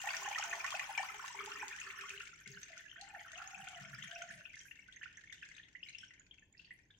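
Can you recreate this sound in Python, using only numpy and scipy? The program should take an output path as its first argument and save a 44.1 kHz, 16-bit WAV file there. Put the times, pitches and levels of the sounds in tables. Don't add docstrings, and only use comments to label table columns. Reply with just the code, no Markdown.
import sys
import numpy as np
from scipy import signal
from scipy.fft import rfft, irfft
from scipy.io import wavfile
from scipy.ndimage import uniform_filter1d, map_coordinates

SR = 44100
rng = np.random.default_rng(int(sys.argv[2]) if len(sys.argv) > 2 else 0)


def inscribe(sig):
    pcm = np.round(np.clip(np.atleast_2d(sig).T, -1, 1) * 32767)
    wavfile.write(sys.argv[1], SR, pcm.astype(np.int16))


N = 308252
TIME_S = np.arange(N) / SR
FULL_FLOW_DB, POUR_DROPS_PER_S, THINNING_POWER = -52, 900, 1.25
LOWEST_WATER_HZ, CUTOFF_HZ = 610, 15900

# time in seconds, bubbling level in dB, spray level in dB.
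RUNOFF = [(0.0, -50, -54.5), (0.47, -51, -58.5), (1.13, -54, -60), (2.06, -54, -62), (2.32, -63, -67),
          (2.59, -63, -64.5), (3.02, -61, -75), (3.43, -58, -64), (4.11, -58, -65.5), (4.71, -65.5, -74.5),
          (5.1, -66.5, -77.5), (5.35, -63.5, -72.5), (5.6, -65, -69.5), (5.71, -73, -73.5),
          (5.9, -65, -76.5), (6.01, -66, -75.5), (6.31, -73, -84), (6.99, -75, -74.5)]
# time in seconds, pitch in Hz.
LOWEST_PITCH = [(0, 720), (1.05, 734), (1.6, 930), (2.0, 1144), (2.3, 1420), (2.9, 1460), (3.4, 1138),
                (4.1, 1320), (4.7, 1600), (5.5, 1594), (5.9, 2000), (6.1, 1540), (6.99, 1720)]
# start in seconds, level in dB, pitch in Hz,
# fractional pitch rise per swell time, left minus right in dB.
CLEAR_BUBBLES = [(0.022, -42.5, 6700, 0.07, -3), (0.0385, -40, 750, 0.02, 4), (0.0635, -40, 740, 0.08, -3),
                 (0.069, -38, 702, 0.09, -1), (0.0725, -35, 1815, 0.02, -3), (0.0874, -31.5, 2320, 0.08, 5),
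                 (0.1044, -42, 4500, 0.02, 10), (0.103, -41, 1560, 0, -2), (0.105, -37.5, 2200, 0, -2),
                 (0.132, -40, 2390, 0, 4), (0.1365, -36.5, 1490, 0.12, 2), (0.1524, -46, 2580, 0.04, -3),
                 (0.166, -39, 5500, 0.03, 0), (0.2313, -40, 6920, 0.0, -9), (0.2466, -40, 2670, 0.05, -1),
                 (0.2543, -43.5, 1067, 0, -4), (0.2576, -38.5, 1510, 0.08, 2), (0.261, -42, 2520, 0, 5),
                 (0.2751, -37, 801, 0.02, 0), (0.2868, -38.5, 6000, 0.05, -7), (0.309, -39, 705, 0.12, -1),
                 (0.327, -38, 2214, 0.03, 0), (0.3474, -41, 2460, 0.01, -3), (0.348, -38, 2870, 0.05, 4),
                 (0.3575, -33, 1800, 0.04, 1), (0.379, -34.5, 1230, 0.02, -6),
                 (0.385, -39.5, 5210, 0.05, -16), (0.3848, -43, 2060, 0.03, 10),
                 (0.3951, -37.5, 736, 0.08, 2), (0.41, -39, 2760, 0.06, 10), (0.4248, -37.5, 1440, 0.04, 0),
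                 (0.424, -36, 1960, 0.2, 3), (0.4376, -37.5, 5650, 0.08, -12),
                 (0.4366, -49, 6300, 0.09, -15), (0.4395, -43, 1276, 0.05, -3), (0.4406, -43, 833, 0.05, 3),
                 (0.4954, -40, 6540, 0.01, -5), (0.5121, -37.5, 2450, 0.01, 10),
                 (0.527, -32.5, 1620, 0.1, 0), (0.533, -47, 6400, 0, -4), (0.547, -41, 880, 0.01, 4),
                 (0.602, -38.5, 2230, 0.05, 2), (0.6404, -39, 970, 0.07, -1), (0.6424, -36, 1810, 0.06, -3),
                 (0.6463, -36.5, 1786, 0.02, -6), (0.6625, -50, 1420, 0, 0), (0.6771, -38, 2450, 0, 0),
                 (0.7173, -39, 3100, 0.02, 4), (0.7227, -39, 947, 0.12, -1), (0.7401, -38, 628, 0.09, 1),
                 (0.7492, -33.5, 2568, 0.0, 4), (0.794, -34.5, 1783, 0.06, -2),
                 (0.7953, -36, 2340, 0.04, 4), (0.8117, -43.5, 1133, 0.0, -3), (0.8914, -40, 802, 0.02, 3),
                 (0.9028, -39.5, 763, 0.06, 5), (0.9493, -39.5, 2450, 0.0, 7),
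                 (0.9768, -36.5, 813, 0.06, 4), (0.9763, -28, 2328, 0.0, 5), (0.988, -36.5, 1726, 0.03, -3),
                 (0.9936, -36.5, 702, 0.07, 0), (1.0003, -45, 750, 0, 15), (1.0277, -53, 1940, 0, 33),
                 (1.0281, -39, 736, 0.27, 1), (1.087, -40, 2070, 0, 14), (1.0972, -40, 1280, 0.01, -7),
                 (1.193, -42, 1083, 0.13, 1), (1.2404, -40.5, 940, 0.06, 0), (1.347, -41, 917, 0.01, 1),
                 (1.3892, -36.5, 2200, 0.01, 10), (1.4047, -35.5, 1184, 0.03, -3),
                 (1.474, -43.5, 874, 0, 0), (1.516, -48, 1400, 0, -4), (1.517, -40.5, 2570, 0.08, 4),
                 (1.557, -44.5, 1295, 0.0, -1), (1.567, -45, 2210, 0.12, 6),
                 (1.5946, -44.5, 1780, 0.12, -12), (1.5965, -50, 6200, 0, -1),
                 (1.6125, -38.5, 2350, 0.03, 7), (1.623, -40, 1380, 0.13, 2), (1.6284, -40.5, 866, 0, -3),
                 (1.6377, -53, 1590, 0.2, -13), (1.7115, -42.5, 1644, 0.06, -4),
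                 (1.725, -41, 2240, 0.05, 8), (1.7374, -46, 1520, 0.03, -2), (1.801, -41.5, 6280, 0.05, 2),
                 (1.814, -37.5, 2574, 0.0, 5), (1.8668, -42.5, 1680, 0.01, -4),
                 (1.8995, -42.5, 1610, 0.32, 1), (1.9849, -43, 1704, 0.02, -6), (2.01, -42.5, 2520, 0.0, 2),
                 (2.017, -50, 1310, 0.0, -9), (2.0367, -43, 1158, 0.0, -2), (2.103, -36.5, 2344, 0.06, 6),
                 (2.136, -46, 1460, 0.06, -4), (2.1764, -41.5, 2700, 0.05, 7),
                 (2.2033, -40.5, 2440, 0.06, 9), (2.2036, -45.5, 1265, 0.11, -1),
                 (2.2104, -53, 1360, 0.15, -11), (2.268, -47, 2200, 0.02, 9), (2.33, -52.5, 1386, 0, -3),
                 (2.4589, -46, 2080, 0.02, 7), (2.5165, -47.5, 6520, 0, -2), (2.572, -45.5, 1516, 0.02, -2),
                 (2.631, -41, 5930, 0.03, -4), (2.7293, -48.5, 1860, 0.07, 3), (2.771, -50, 1460, 0, -3),
                 (2.7767, -48.5, 6150, 0, 0), (2.8537, -49.5, 1660, 0.01, -15), (2.896, -57, 2780, 0, 12),
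                 (2.914, -45.5, 3070, 0, 15), (2.962, -47.5, 1580, 0.08, 0), (3.0123, -46, 3930, 0.05, 5),
                 (3.1473, -44, 1650, 0.05, -4), (3.1932, -47.5, 2200, 0.0, 1),
                 (3.2083, -47.5, 1900, 0.01, 2), (3.2478, -49.5, 1500, 0.03, 4),
                 (3.2814, -53, 1830, 0.02, -5), (3.3324, -47.5, 1420, 0.14, 4),
                 (3.3566, -43.5, 2960, 0, 27), (3.375, -49.5, 6140, 0.02, -8),
                 (3.379, -44.5, 2570, 0.02, 6), (3.3997, -46.5, 1190, 0.1, 3), (3.416, -43, 1360, 0.0, -2),
                 (3.475, -41.5, 6450, 0.02, -2), (3.5454, -39, 2410, 0.04, 13),
                 (3.6705, -42, 2054, 0.14, 6), (3.6757, -54, 2510, 0.24, 4), (3.745, -46, 2866, 0.02, 5),
                 (3.8475, -46.5, 2230, 0.0, 10), (3.93, -46, 1520, 0.07, -8), (3.947, -48, 4870, 0.03, -5),
                 (3.984, -48, 1660, 0.07, 8), (4.022, -47.5, 2040, 0, 2), (4.024, -41, 2800, 0.08, 6),
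                 (4.027, -49.5, 6300, 0.0, -12), (4.0792, -50, 6500, 0, -4), (4.112, -42.5, 1556, 0.03, 5),
                 (4.113, -43.5, 2840, 0.07, 10), (4.15, -48.5, 5430, 0.04, 0),
                 (4.158, -42.5, 2434, 0.04, 4), (4.217, -45.5, 1980, 0.08, 6),
                 (4.2182, -42.5, 1450, 0.0, -4), (4.2209, -47, 6200, 0.02, -1), (4.2883, -53, 1690, 0.0, 7),
                 (4.2907, -49.5, 6640, 0, -3), (4.3027, -45, 1570, 0.05, -4), (4.408, -49.5, 1506, 0.05, 2),
                 (4.453, -41.5, 2403, 0.06, 11), (4.5022, -50, 2340, 0.0, -1),
                 (4.54, -45.5, 2030, 0.02, -2), (4.568, -48.5, 1710, 0.0, -2),
                 (4.5914, -46, 5800, 0.02, -5), (4.653, -51, 1617, 0, -5), (4.71, -49, 1600, 0.16, 5),
                 (4.711, -47.5, 2690, 0.01, 9), (4.7897, -49.5, 2150, 0.02, 3), (4.885, -51.5, 1550, 0, -4),
                 (4.9236, -52, 2930, 0.09, 8), (4.961, -51.5, 6370, 0, -4), (4.965, -50, 1760, 0.05, -14),
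                 (5.013, -48, 1610, 0.04, -4), (5.0295, -43.5, 1610, 0.09, -4),
                 (5.0313, -48.5, 1843, 0.2, -8), (5.037, -47, 2550, 0.03, 12), (5.057, -45, 1475, 0.0, -9),
                 (5.109, -52, 2400, 0.05, 7), (5.171, -51, 5670, 0.07, 1), (5.172, -48.5, 1670, 0.07, -8),
                 (5.183, -51, 1660, 0, -4), (5.2371, -51.5, 1820, 0, -7), (5.2733, -51, 2190, 0.0, 1),
                 (5.2968, -47.5, 2000, 0.05, 17), (5.3235, -53, 5960, 0, -23), (5.3254, -47, 3260, 0.05, 7),
                 (5.324, -48, 1630, 0.09, -7), (5.4231, -49.5, 1760, 0.02, -6),
                 (5.4285, -46, 2470, 0.04, 7), (5.428, -45, 1606, 0.01, 1), (5.4883, -54, 1610, 0.02, -3),
                 (5.514, -47, 2020, 0.01, 15), (5.549, -55, 3480, 0.05, 7), (5.579, -49.5, 2130, 0.22, 7),
                 (5.5816, -55, 1660, 0, 7), (5.5963, -49.5, 1730, 0.03, -5), (5.631, -54.5, 2980, 0.09, 6),
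                 (5.7506, -43, 1824, 0.06, -6), (5.829, -40, 2650, 0.06, 8), (5.8355, -56, 4920, 0.03, -10),
                 (5.862, -50, 2180, 0.01, 2), (5.8852, -47, 2115, 0.04, 4), (5.8856, -49, 3810, 0.04, -5),
                 (5.893, -52, 6060, 0.03, -2), (5.901, -52, 2230, 0.02, 15), (5.927, -58.5, 4130, 0.1, 3),
                 (5.948, -41.5, 2600, 0.02, 11), (5.9825, -47.5, 2900, 0.01, 6), (5.9842, -46, 5450, 0, 2),
                 (6.004, -52, 3170, 0.02, 15), (6.031, -51, 1556, 0, -9), (6.037, -49.5, 2910, 0.04, 17),
                 (6.08, -60, 5660, 0.01, -7), (6.107, -50.5, 1950, 0.01, 4), (6.196, -52.5, 6680, 0.01, -5),
                 (6.3108, -47, 3150, 0.01, 7), (6.382, -54.0, 2560, 0.01, 19), (6.394, -62, 6600, 0, -5),
                 (6.423, -59.5, 1760, 0, -4), (6.526, -60, 7000, 0, -8), (6.548, -61, 1800, 0.03, -9),
                 (6.5773, -57, 4420, 0.07, -15), (6.5944, -48.5, 2684, 0.0, 9), (6.6529, -59, 4520, 0, -10),
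                 (6.7069, -45, 1860, 0.04, -0.5), (6.903, -59.5, 1650, 0, -1),
                 (6.906, -56.5, 3330, 0.04, 4)]
# start in seconds, level in dB.
BIG_DROPS = [(0.0248, -59), (0.071, -41), (0.105, -59), (0.133, -38), (0.1665, -33.5), (0.1853, -50),
             (0.2306, -58), (0.2473, -57), (0.2869, -41), (0.3843, -30), (0.5303, -38.5), (0.5537, -37.5),
             (0.6433, -36.5), (0.6635, -36), (0.705, -32.5), (0.7193, -58), (0.795, -36), (0.81, -48),
             (0.9765, -36), (1.029, -42.5), (1.259, -41), (1.2792, -37.5), (1.4597, -38.5), (1.5161, -48),
             (1.6808, -37), (1.762, -41), (1.7997, -42.5), (1.8172, -63), (2.01, -41.5), (2.0929, -37.5),
             (2.253, -47), (2.475, -41.5), (2.7776, -44.5), (3.0114, -41), (3.2044, -49.5), (3.217, -68),
             (3.318, -45), (3.6853, -40.5), (3.948, -54), (4.029, -58), (4.0793, -60), (4.111, -46),
             (4.2208, -46), (4.555, -48), (4.925, -56), (5.031, -57.5), (5.17, -56), (5.3256, -45.5),
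             (5.4245, -56.5), (5.4875, -51), (5.8869, -55), (5.985, -46)]
# time in seconds, pitch in Hz, level in dB.
COO_CURVES = [
    [(.05, 705, -55), (.11, 670, -56), (.2, 648, -66), (.26, 650, -89)],
    [(.43, 690, -66), (.49, 688, -54), (.58, 679.5, -50), (.66, 640, -76)],
    [(2.675, 669, -107), (2.705, 680, -57), (2.74, 629, -68), (2.77, 617, -87)],
    [(2.975, 660, -71), (2.995, 682, -62), (3.022, 770, -57), (3.07, 802, -69.5), (3.12, 791, -57),
     (3.145, 776, -53), (3.175, 672, -56.5), (3.22, 696, -97)],
    [(3.33, 656, -65), (3.352, 655, -57), (3.385, 751, -59), (3.5, 774, -61.5), (3.61, 758, -55.5),
     (3.73, 749, -58.5), (3.775, 687, -54), (3.83, 664, -66), (3.9, 641, -68)],
    [(4.085, 670, -68), (4.13, 686, -54), (4.24, 686, -52), (4.28, 653, -76), (4.35, 677, -65),
     (4.41, 594, -73)],
]
# start in seconds, end in seconds, level in dB.
HUM_SPANS = [(.15, .31, -63.5), (.44, .6, -62), (1.09, 1.2, -63.5), (1.34, 1.7, -59.5), (1.825, 1.9, -60.5),
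             (1.97, 2.06, -67.5), (2.09, 2.22, -68), (2.45, 2.6, -67.5)]
RUMBLE_SPANS = [(2.45, 2.61, -66), (3.55, 3.67, -67.5), (3.78, 4.1, -63.5), (4.27, 4.41, -68)]
# start in seconds, length in seconds, centre in Hz, level in dB.
HAND_SLIPS = [(4.3, 0.11, 8900, -77.5), (4.565, 0.18, 6400, -76.5), (4.648, 0.083, 11500, -79.5),
              (6.569, 0.14, 4400, -81), (6.62, 0.12, 2940, -76), (6.725, 0.049, 9800, -85.5)]
# frequency in Hz, relative level in dB.
BUBBLE_SPECTRUM = [(650, 10.5), (900, 2), (1300, 4.5), (1800, 3.5), (2500, -0.5), (3100, 3), (3800, -28.5),
                   (5000, 31)]
SPRAY_SPECTRUM = [(1000, -22), (1550, 6), (2500, 3.5), (3300, 0), (4000, -4.5), (5000, -1.5), (6050, -8.5),
                  (6320, 7), (6600, -6), (7400, -5), (9000, -13.5), (12500, -15), (15800, -11.5)]
BACKGROUND_SPECTRUM = [(15, -39), (25, -3), (60, 0.5), (178, -2), (237, -10), (291, -7), (523, -19),
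                       (1100, -25), (1430, -80), (2420, -120)]
SPLAT_SPECTRUM = [(1000, -36.5), (1600, 3), (2800, 10), (4100, -0.5), (5200, 3), (6050, -1.5), (6320, 11.5),
                  (6700, 3.5), (7600, 1), (9000, -7), (12500, -22), (15800, -31)]
HUM_SPECTRUM = [(220, -32.5), (290, -18.5), (345, -27), (375, -8), (388, -9.5), (401, 8.5), (411, -12),
                (421, 2), (440, -22.5), (480, -19.5), (600, -53.5)]
RUMBLE_SPECTRUM = [(70, -35), (110, -7.5), (137, 6), (165, -5), (193, 1), (240, -14.5), (350, -60)]
# frequency in Hz, left minus right in dB.
PORT_BALANCE = [(100, -13), (500, -16), (800, 4), (1150, -4), (1700, -1.5), (2100, 7.5), (3000, 5.5),
                (3800, 1.5), (4600, -4), (6500, 0), (15000, -3)]


def from_db(db):
    return 10 ** (np.asarray(db) / 20)


def unit_rms(x):
    return x / np.sqrt(np.mean(x ** 2) + 1e-20)


def in_time(rows):
    times_s, *columns = np.transpose(rows)
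    return [np.interp(TIME_S, times_s, column) for column in columns]


def db_at(spectrum, hz):
    knots_hz, db = np.transpose(spectrum)
    return np.interp(np.log(np.maximum(hz, 1)), np.log(knots_hz), db)


def colour(x, spectrum, size=4096):
    bins_hz = np.arange(size // 2 + 1) * SR / size
    cepstrum = irfft(np.log(from_db(db_at(spectrum, bins_hz))))
    cepstrum[1:size // 2] *= 2
    cepstrum[size // 2 + 1:] = 0
    response = irfft(np.exp(rfft(cepstrum)))
    return signal.fftconvolve(np.atleast_2d(x), response[None], axes=1)[:, :N]


def butterworth(x, order, hz, kind):
    return signal.sosfilt(signal.butter(order, hz, kind, fs=SR, output="sos"), x)


def drift(hz):
    knots = rng.standard_normal(3200)
    return unit_rms(map_coordinates(knots, [TIME_S * 2 * hz], order=3, mode="mirror"))


def stereo_noise(side_db):
    mid, side = rng.standard_normal((2, N))
    return mid + from_db(side_db) * side * [[1], [-1]]


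def panned(db):
    return unit_rms(from_db(np.array([[db], [-db]]) / 2))


def ports(x):
    bands_hz = [hz for hz, _ in PORT_BALANCE]
    gains_db = np.array([20 * np.log10(panned(db)[:, 0]) for _, db in PORT_BALANCE])
    return np.vstack([colour(x[k], np.c_[bands_hz, gains_db[:, k]]) for k in range(2)])


def add(out, start_s, sound):
    i = int(np.clip(round(start_s * SR), 0, N - 1))
    out[:, i:i + sound.shape[-1]] += sound[..., :N - i]


def swells(spans, edge_s):
    return sum(from_db(db) * np.clip(np.minimum(TIME_S - start_s, end_s - TIME_S) / edge_s, 0, 1)
               for start_s, end_s, db in spans)


def flow():
    return np.minimum(from_db(in_time(RUNOFF)[0] - FULL_FLOW_DB), 1)


def flow_at_plinks():
    return np.interp([row[0] for row in CLEAR_BUBBLES], TIME_S, flow())


def drops_per_s():
    return POUR_DROPS_PER_S * flow() ** THINNING_POWER


def swell_s(hz):
    return 0.0028 * np.sqrt(1550 / hz)


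def bubble(hz, peak_s, climb, lead_rad):
    age = np.arange(1200) / SR / max(peak_s, 1e-4)
    phase = 2 * np.pi * np.cumsum(hz * (1 + climb * np.minimum(age, 5))) / SR
    return age * np.exp(1 - age), np.sin(phase + np.array([[lead_rad], [-lead_rad]]) / 2)


def small_bubble(hz, peak_s, climb, lead_rad):
    envelope, tone = bubble(hz, peak_s, climb, lead_rad)
    return envelope ** 1.16 * tone


def trickle(level_db, spread_db, peak_s, climb, top_hz, pan_spread_db, count=9000):
    per_s, lowest_hz, bubbling_db = drops_per_s(), in_time(LOWEST_PITCH)[0], in_time(RUNOFF)[0]
    out = np.zeros((2, N))
    draws = zip(rng.random((count, 5)), rng.standard_normal((count, 3)))
    for (when, keep, pitch, life, rise), (size, pan, lead) in draws:
        i = int(when * N)
        if keep > per_s[i] * N / SR / count:
            continue
        hz = lowest_hz[i] * (top_hz / lowest_hz[i]) ** pitch
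        db = level_db + bubbling_db[i] + db_at(BUBBLE_SPECTRUM, hz) + spread_db * min(size, 1.5)
        gain = from_db(db) / np.sqrt(per_s[i] * peak_s)
        ring = small_bubble(hz, peak_s * (.5 + life), climb * rise, lead * hz / 2000)
        add(out, i / SR, gain * panned(-pan_spread_db * pan) * ring)
    return ports(out)


def spray(level_db, spread_db, ticks_per_drop, tick_s, mist_db, dull_hz, bright_per_s):
    per_s = drops_per_s()
    ticks_per_s = per_s * ticks_per_drop
    hits = rng.random(N) < ticks_per_s / SR
    ticks = hits * from_db(spread_db * np.minimum(rng.exponential(1, N), 3.5))
    tick_power = ticks ** 2 / ticks_per_s
    age = np.arange(900) / SR / tick_s
    crack = age * np.exp(-2 * age)
    power = np.abs(signal.fftconvolve(tick_power / tick_power.mean(), crack / crack.sum())[:N])
    envelope = np.sqrt(power + from_db(mist_db) ** 2) * from_db(in_time(RUNOFF)[1] + level_db)
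    hiss = colour(stereo_noise(0.75) * envelope, SPRAY_SPECTRUM)
    dull = butterworth(hiss, 6, dull_hz, "low")
    brightness = np.clip(per_s / bright_per_s, 0, 1)
    return ports(np.sqrt(1 - brightness ** 2) * dull + brightness * hiss)


def fizz(level_db, centre_hz, log_spread, peak_s, spread_db, climb, count):
    births = np.cumsum(np.sqrt(drops_per_s()))
    spray_db = in_time(RUNOFF)[1]
    out = np.zeros((2, N))
    for when, (pitch, size, pan, lead) in zip(rng.random(count), rng.standard_normal((count, 4))):
        i = np.searchsorted(births, when * births[-1])
        gain = from_db(level_db + spray_db[i] + spread_db * min(size, 1.5))
        ring = small_bubble(centre_hz * np.exp(log_spread * pitch), peak_s, climb, 2 * lead)
        add(out, i / SR, gain * panned(5 * pan - 3) * ring)
    return out


def drips(level_db, spread_db, flow_power, top_hz, climb, pan_spread_db, count=110):
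    strength, lowest_hz = flow(), in_time(LOWEST_PITCH)[0]
    births = np.cumsum(strength ** .8)
    out = np.zeros((2, N))
    draws = zip(rng.random((count, 3)), rng.standard_normal((count, 3)))
    for k, ((when, pitch, loss), (rise, pan, lead)) in enumerate(draws):
        i = np.searchsorted(births, (k + when) / count * births[-1])
        hz = lowest_hz[i] * (top_hz / lowest_hz[i]) ** pitch
        gain = from_db(level_db - spread_db * loss) * strength[i] ** flow_power
        ring = small_bubble(hz, swell_s(hz), climb * abs(rise), lead * hz / 2000)
        add(out, i / SR, gain * panned(db_at(PORT_BALANCE, hz) + pan_spread_db * pan) * ring)
    return out


def gulps(depth_db, settle_s):
    starts = [int(row[0] * SR) for row in CLEAR_BUBBLES]
    weights = [from_db(row[1] / 2) for row in CLEAR_BUBBLES]
    kicks = np.bincount(starts, weights, minlength=N)[:N]
    recent = signal.lfilter([1], [1, -np.exp(-1 / (settle_s * SR))], kicks + 1e-18)
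    usual = uniform_filter1d(recent, size=30000) + recent.mean() / 20
    return from_db(depth_db * (1 - flow()) * (np.clip(recent / usual, 0, 1.6) - 0.69))


def sparkle(level_db, low_hz, peak_s, spread_db, burst_s, bursts=170, per_burst=5):
    births = np.cumsum(drops_per_s() ** 0.85)
    spray_db = in_time(RUNOFF)[1]
    out = np.zeros((2, N))
    for (when, loss), draws in zip(rng.random((bursts, 2)), rng.random((bursts, per_burst, 4))):
        i = np.searchsorted(births, when * births[-1])
        gain = from_db(level_db + spray_db[i] - spread_db * loss)
        for late, pitch, pan, lead in draws:
            ring = small_bubble(low_hz + pitch * (CUTOFF_HZ - low_hz), peak_s, 0, 2 * np.pi * lead)
            add(out, i / SR + burst_s * late, gain * panned(16 * (pan - .5)) * ring)
    return out


def reflections(x, level_db, t60_s, delay_s, dull_hz, wide_above_hz):
    age_s = np.arange(26000) / SR
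    envelope = from_db(-60 * age_s / t60_s) * np.clip(age_s / delay_s - 1, 0, 1)
    mid, side = rng.standard_normal((2, age_s.size)) * envelope
    side = butterworth(side, 1, wide_above_hz, "high")
    response = mid + side * [[1], [-1]]
    response /= np.sqrt(np.sum(response ** 2, axis=1, keepdims=True))
    pole = np.exp(-2 * np.pi * dull_hz / SR)
    response = signal.lfilter([1 - pole], [1, -pole], response)
    return from_db(level_db) * signal.fftconvolve(x, response, axes=1)[:, :N]


def background(low_db, hiss_db):
    low = unit_rms(colour(stereo_noise(-14), BACKGROUND_SPECTRUM))
    return from_db(low_db) * low + from_db(hiss_db) * rng.standard_normal((2, N))


def impacts(level_db, crack_s, spread_db, ahead_s, drip_loss_db):
    age = np.arange(900) / SR / crack_s
    losses_db = drip_loss_db * (1 - flow_at_plinks()) + spread_db * rng.random(len(CLEAR_BUBBLES))
    out = np.zeros((2, N))
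    for (start_s, db, *_), loss_db in zip(CLEAR_BUBBLES, losses_db):
        crack = age * np.exp(1 - age) * rng.standard_normal((2, age.size))
        add(out, start_s - ahead_s, from_db(db + level_db - loss_db) * crack)
    return ports(colour(out, SPLAT_SPECTRUM))


def plinks(lead_spread, length_spread, drip_stretch):
    stretches = drip_stretch ** (1 - flow_at_plinks())
    draws = rng.standard_normal((len(CLEAR_BUBBLES), 2))
    out = np.zeros((2, N))
    for (start_s, db, hz, climb, pan_db), stretch, (lead, life) in zip(CLEAR_BUBBLES, stretches, draws):
        peak_s = swell_s(hz) * stretch * np.exp(length_spread * life)
        envelope, tone = bubble(hz, peak_s, climb, lead_spread * lead * min(hz / 2000, 2))
        add(out, start_s, from_db(db) / np.sqrt(stretch) * panned(pan_db) * envelope * tone)
    return out


def splats(level_db, crack_s, wash_db, wash_s):
    age_s = np.arange(4000) / SR
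    crack = age_s / crack_s * np.exp(1 - age_s / crack_s)
    wash = from_db(wash_db) * np.sqrt(age_s / wash_s) * np.exp(-age_s / wash_s)
    out = np.zeros((2, N))
    for start_s, db in BIG_DROPS:
        add(out, start_s, from_db(db + level_db) * (crack + wash) * rng.standard_normal((2, age_s.size)))
    return ports(colour(out, SPLAT_SPECTRUM))


def droplets(level_db, fall_s, low_hz, high_hz, peak_s, climb, spread_db, per_splat=7):
    out = np.zeros((2, N))
    for (start_s, db), draws in zip(BIG_DROPS, rng.random((len(BIG_DROPS), per_splat, 5))):
        for late, pitch, loss, pan, lead in draws:
            ring = small_bubble(low_hz * (high_hz / low_hz) ** pitch, peak_s, climb, 2 * np.pi * lead)
            gain = from_db(db + level_db - spread_db * loss)
            add(out, start_s + fall_s * late ** 2, gain * panned(16 * (pan - .5)) * ring)
    return out


def offshoots(level_db, within_s, low_hz, high_hz, pitch_ratio, climb, per_bubble=2):
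    draws = rng.random((len(CLEAR_BUBBLES), per_bubble, 3))
    out = np.zeros((2, N))
    for (start_s, db, parent_hz, *_), shed in zip(CLEAR_BUBBLES, draws):
        if parent_hz > high_hz:
            continue
        first_hz = max(parent_hz, low_hz)
        for late, rise, lead in shed:
            hz = first_hz * min(pitch_ratio, high_hz / first_hz) ** late
            ring = small_bubble(hz, swell_s(hz) / 2, climb * rise, np.pi * (lead - .5))
            gains = from_db(db + level_db) * panned(db_at(PORT_BALANCE, hz))
            add(out, start_s + within_s * late, gains * ring)
    return out


def dove(level_db, roll_from_hz, roll_hz, roll_jitter, roll_bend, waver, husk_db, husk_hz, octave_db):
    roll = np.sin(2 * np.pi * np.cumsum(roll_hz * (1 + roll_jitter * drift(20))) / SR)
    bend = roll_bend * roll + waver * drift(30)
    husk = from_db(husk_db) * (drift(husk_hz) + 1j * drift(husk_hz))
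    out = np.zeros(N)
    for coo in COO_CURVES:
        hz, db = in_time(coo)
        gate = uniform_filter1d(1.0 * ((TIME_S >= coo[0][0]) & (TIME_S <= coo[-1][0])), size=400)
        roll_depth = np.clip((hz - roll_from_hz) / 50, 0.14, 1)
        phase = 2 * np.pi * np.cumsum(hz * (1 + roll_depth * bend)) / SR
        fundamental = ((1 + np.sqrt(roll_depth) * husk) * np.exp(1j * phase)).real
        octave = from_db(octave_db) * np.sin(2 * phase)
        pulses = (1 + roll_depth * roll) / np.sqrt(1 + roll_depth ** 2)
        out += from_db(db + level_db) * gate * pulses * (fundamental + octave)
    return out * panned(0.65)


def hum(level_db, edge_s):
    noise = unit_rms(colour(stereo_noise(-22), HUM_SPECTRUM, size=16384))
    return from_db(level_db) * swells(HUM_SPANS, edge_s) * noise * panned(-1)


def rumble(level_db, edge_s):
    noise = unit_rms(colour(stereo_noise(-15), RUMBLE_SPECTRUM))
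    return from_db(level_db) * swells(RUMBLE_SPANS, edge_s) * noise * panned(3.7)


def slips(level_db, edge_ratio, grain_db):
    grain = from_db(grain_db * drift(150))
    out = np.zeros((2, N))
    for start_s, length_s, hz, db in HAND_SLIPS:
        band = butterworth(stereo_noise(-0.44), 2, [hz / edge_ratio, hz * edge_ratio], "band")
        age = np.clip((TIME_S - start_s) / length_s, 0, 1)
        out += from_db(db + level_db) * unit_rms(band * grain) * np.sin(np.pi * np.sqrt(age))
    return out


def scene():
    patter = trickle(level_db=-5, spread_db=3.5, peak_s=0.0014, climb=0.027, top_hz=3868,
                     pan_spread_db=5.5)
    patter += spray(level_db=3.5, spread_db=8.5, ticks_per_drop=1.4, tick_s=0.0037, mist_db=-12,
                    dull_hz=7600, bright_per_s=910)
    patter += fizz(level_db=3.5, centre_hz=6330, log_spread=0.104, peak_s=0.0011, spread_db=3,
                   climb=0.0046, count=900)
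    patter += fizz(level_db=5.5, centre_hz=5690, log_spread=0.22, peak_s=0.0009, spread_db=5.5,
                   climb=0.015, count=130)
    patter += drips(level_db=-43.5, spread_db=4.5, flow_power=0.76, top_hz=3080, climb=0.03,
                    pan_spread_db=3)
    water = patter * gulps(depth_db=4, settle_s=0.035)
    water += plinks(lead_spread=0.92, length_spread=0.18, drip_stretch=0.82)
    water += impacts(level_db=-11.5, crack_s=0.00053, spread_db=19, ahead_s=0.0005, drip_loss_db=15.5)
    water += offshoots(level_db=-12, within_s=0.0088, low_hz=1516, high_hz=3285, pitch_ratio=1.785,
                       climb=0.041)
    water += splats(level_db=-4.5, crack_s=0.00089, wash_db=-14, wash_s=0.039)
    water += droplets(level_db=-8, fall_s=0.078, low_hz=3540, high_hz=8030, peak_s=0.00064,
                      climb=0.014, spread_db=21.5)
    water += sparkle(level_db=5, low_hz=7640, peak_s=0.00036, spread_db=19, burst_s=0.033)
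    water += slips(level_db=8.5, edge_ratio=1.14, grain_db=5.5)
    water = butterworth(water, 4, LOWEST_WATER_HZ, "high")
    basin = reflections(water, -4.5, t60_s=0.038, delay_s=0.0011, dull_hz=8600, wide_above_hz=860)
    ringing = reflections(water, -10.5, t60_s=0.19, delay_s=0.0039, dull_hz=3550, wide_above_hz=900)
    room = reflections(water, -6, t60_s=0.49, delay_s=0.0056, dull_hz=6870, wide_above_hz=900)
    faint = dove(level_db=1, roll_from_hz=685, roll_hz=33.95, roll_jitter=0.3466, roll_bend=0.039,
                 waver=0.01, husk_db=-4.5, husk_hz=69.8, octave_db=-23)
    faint += hum(level_db=1, edge_s=0.038)
    faint += reflections(faint, 1.5, t60_s=0.38, delay_s=0.00048, dull_hz=5350, wide_above_hz=1440)
    floor = background(low_db=-73.5, hiss_db=-100)
    return water + basin + ringing + room + floor + faint + rumble(level_db=4, edge_s=0.032)


def record(dry):
    return signal.sosfilt(signal.ellip(10, .2, 70, CUTOFF_HZ, fs=SR, output="sos"), dry)


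dry = scene()
out = record(dry)
inscribe(out)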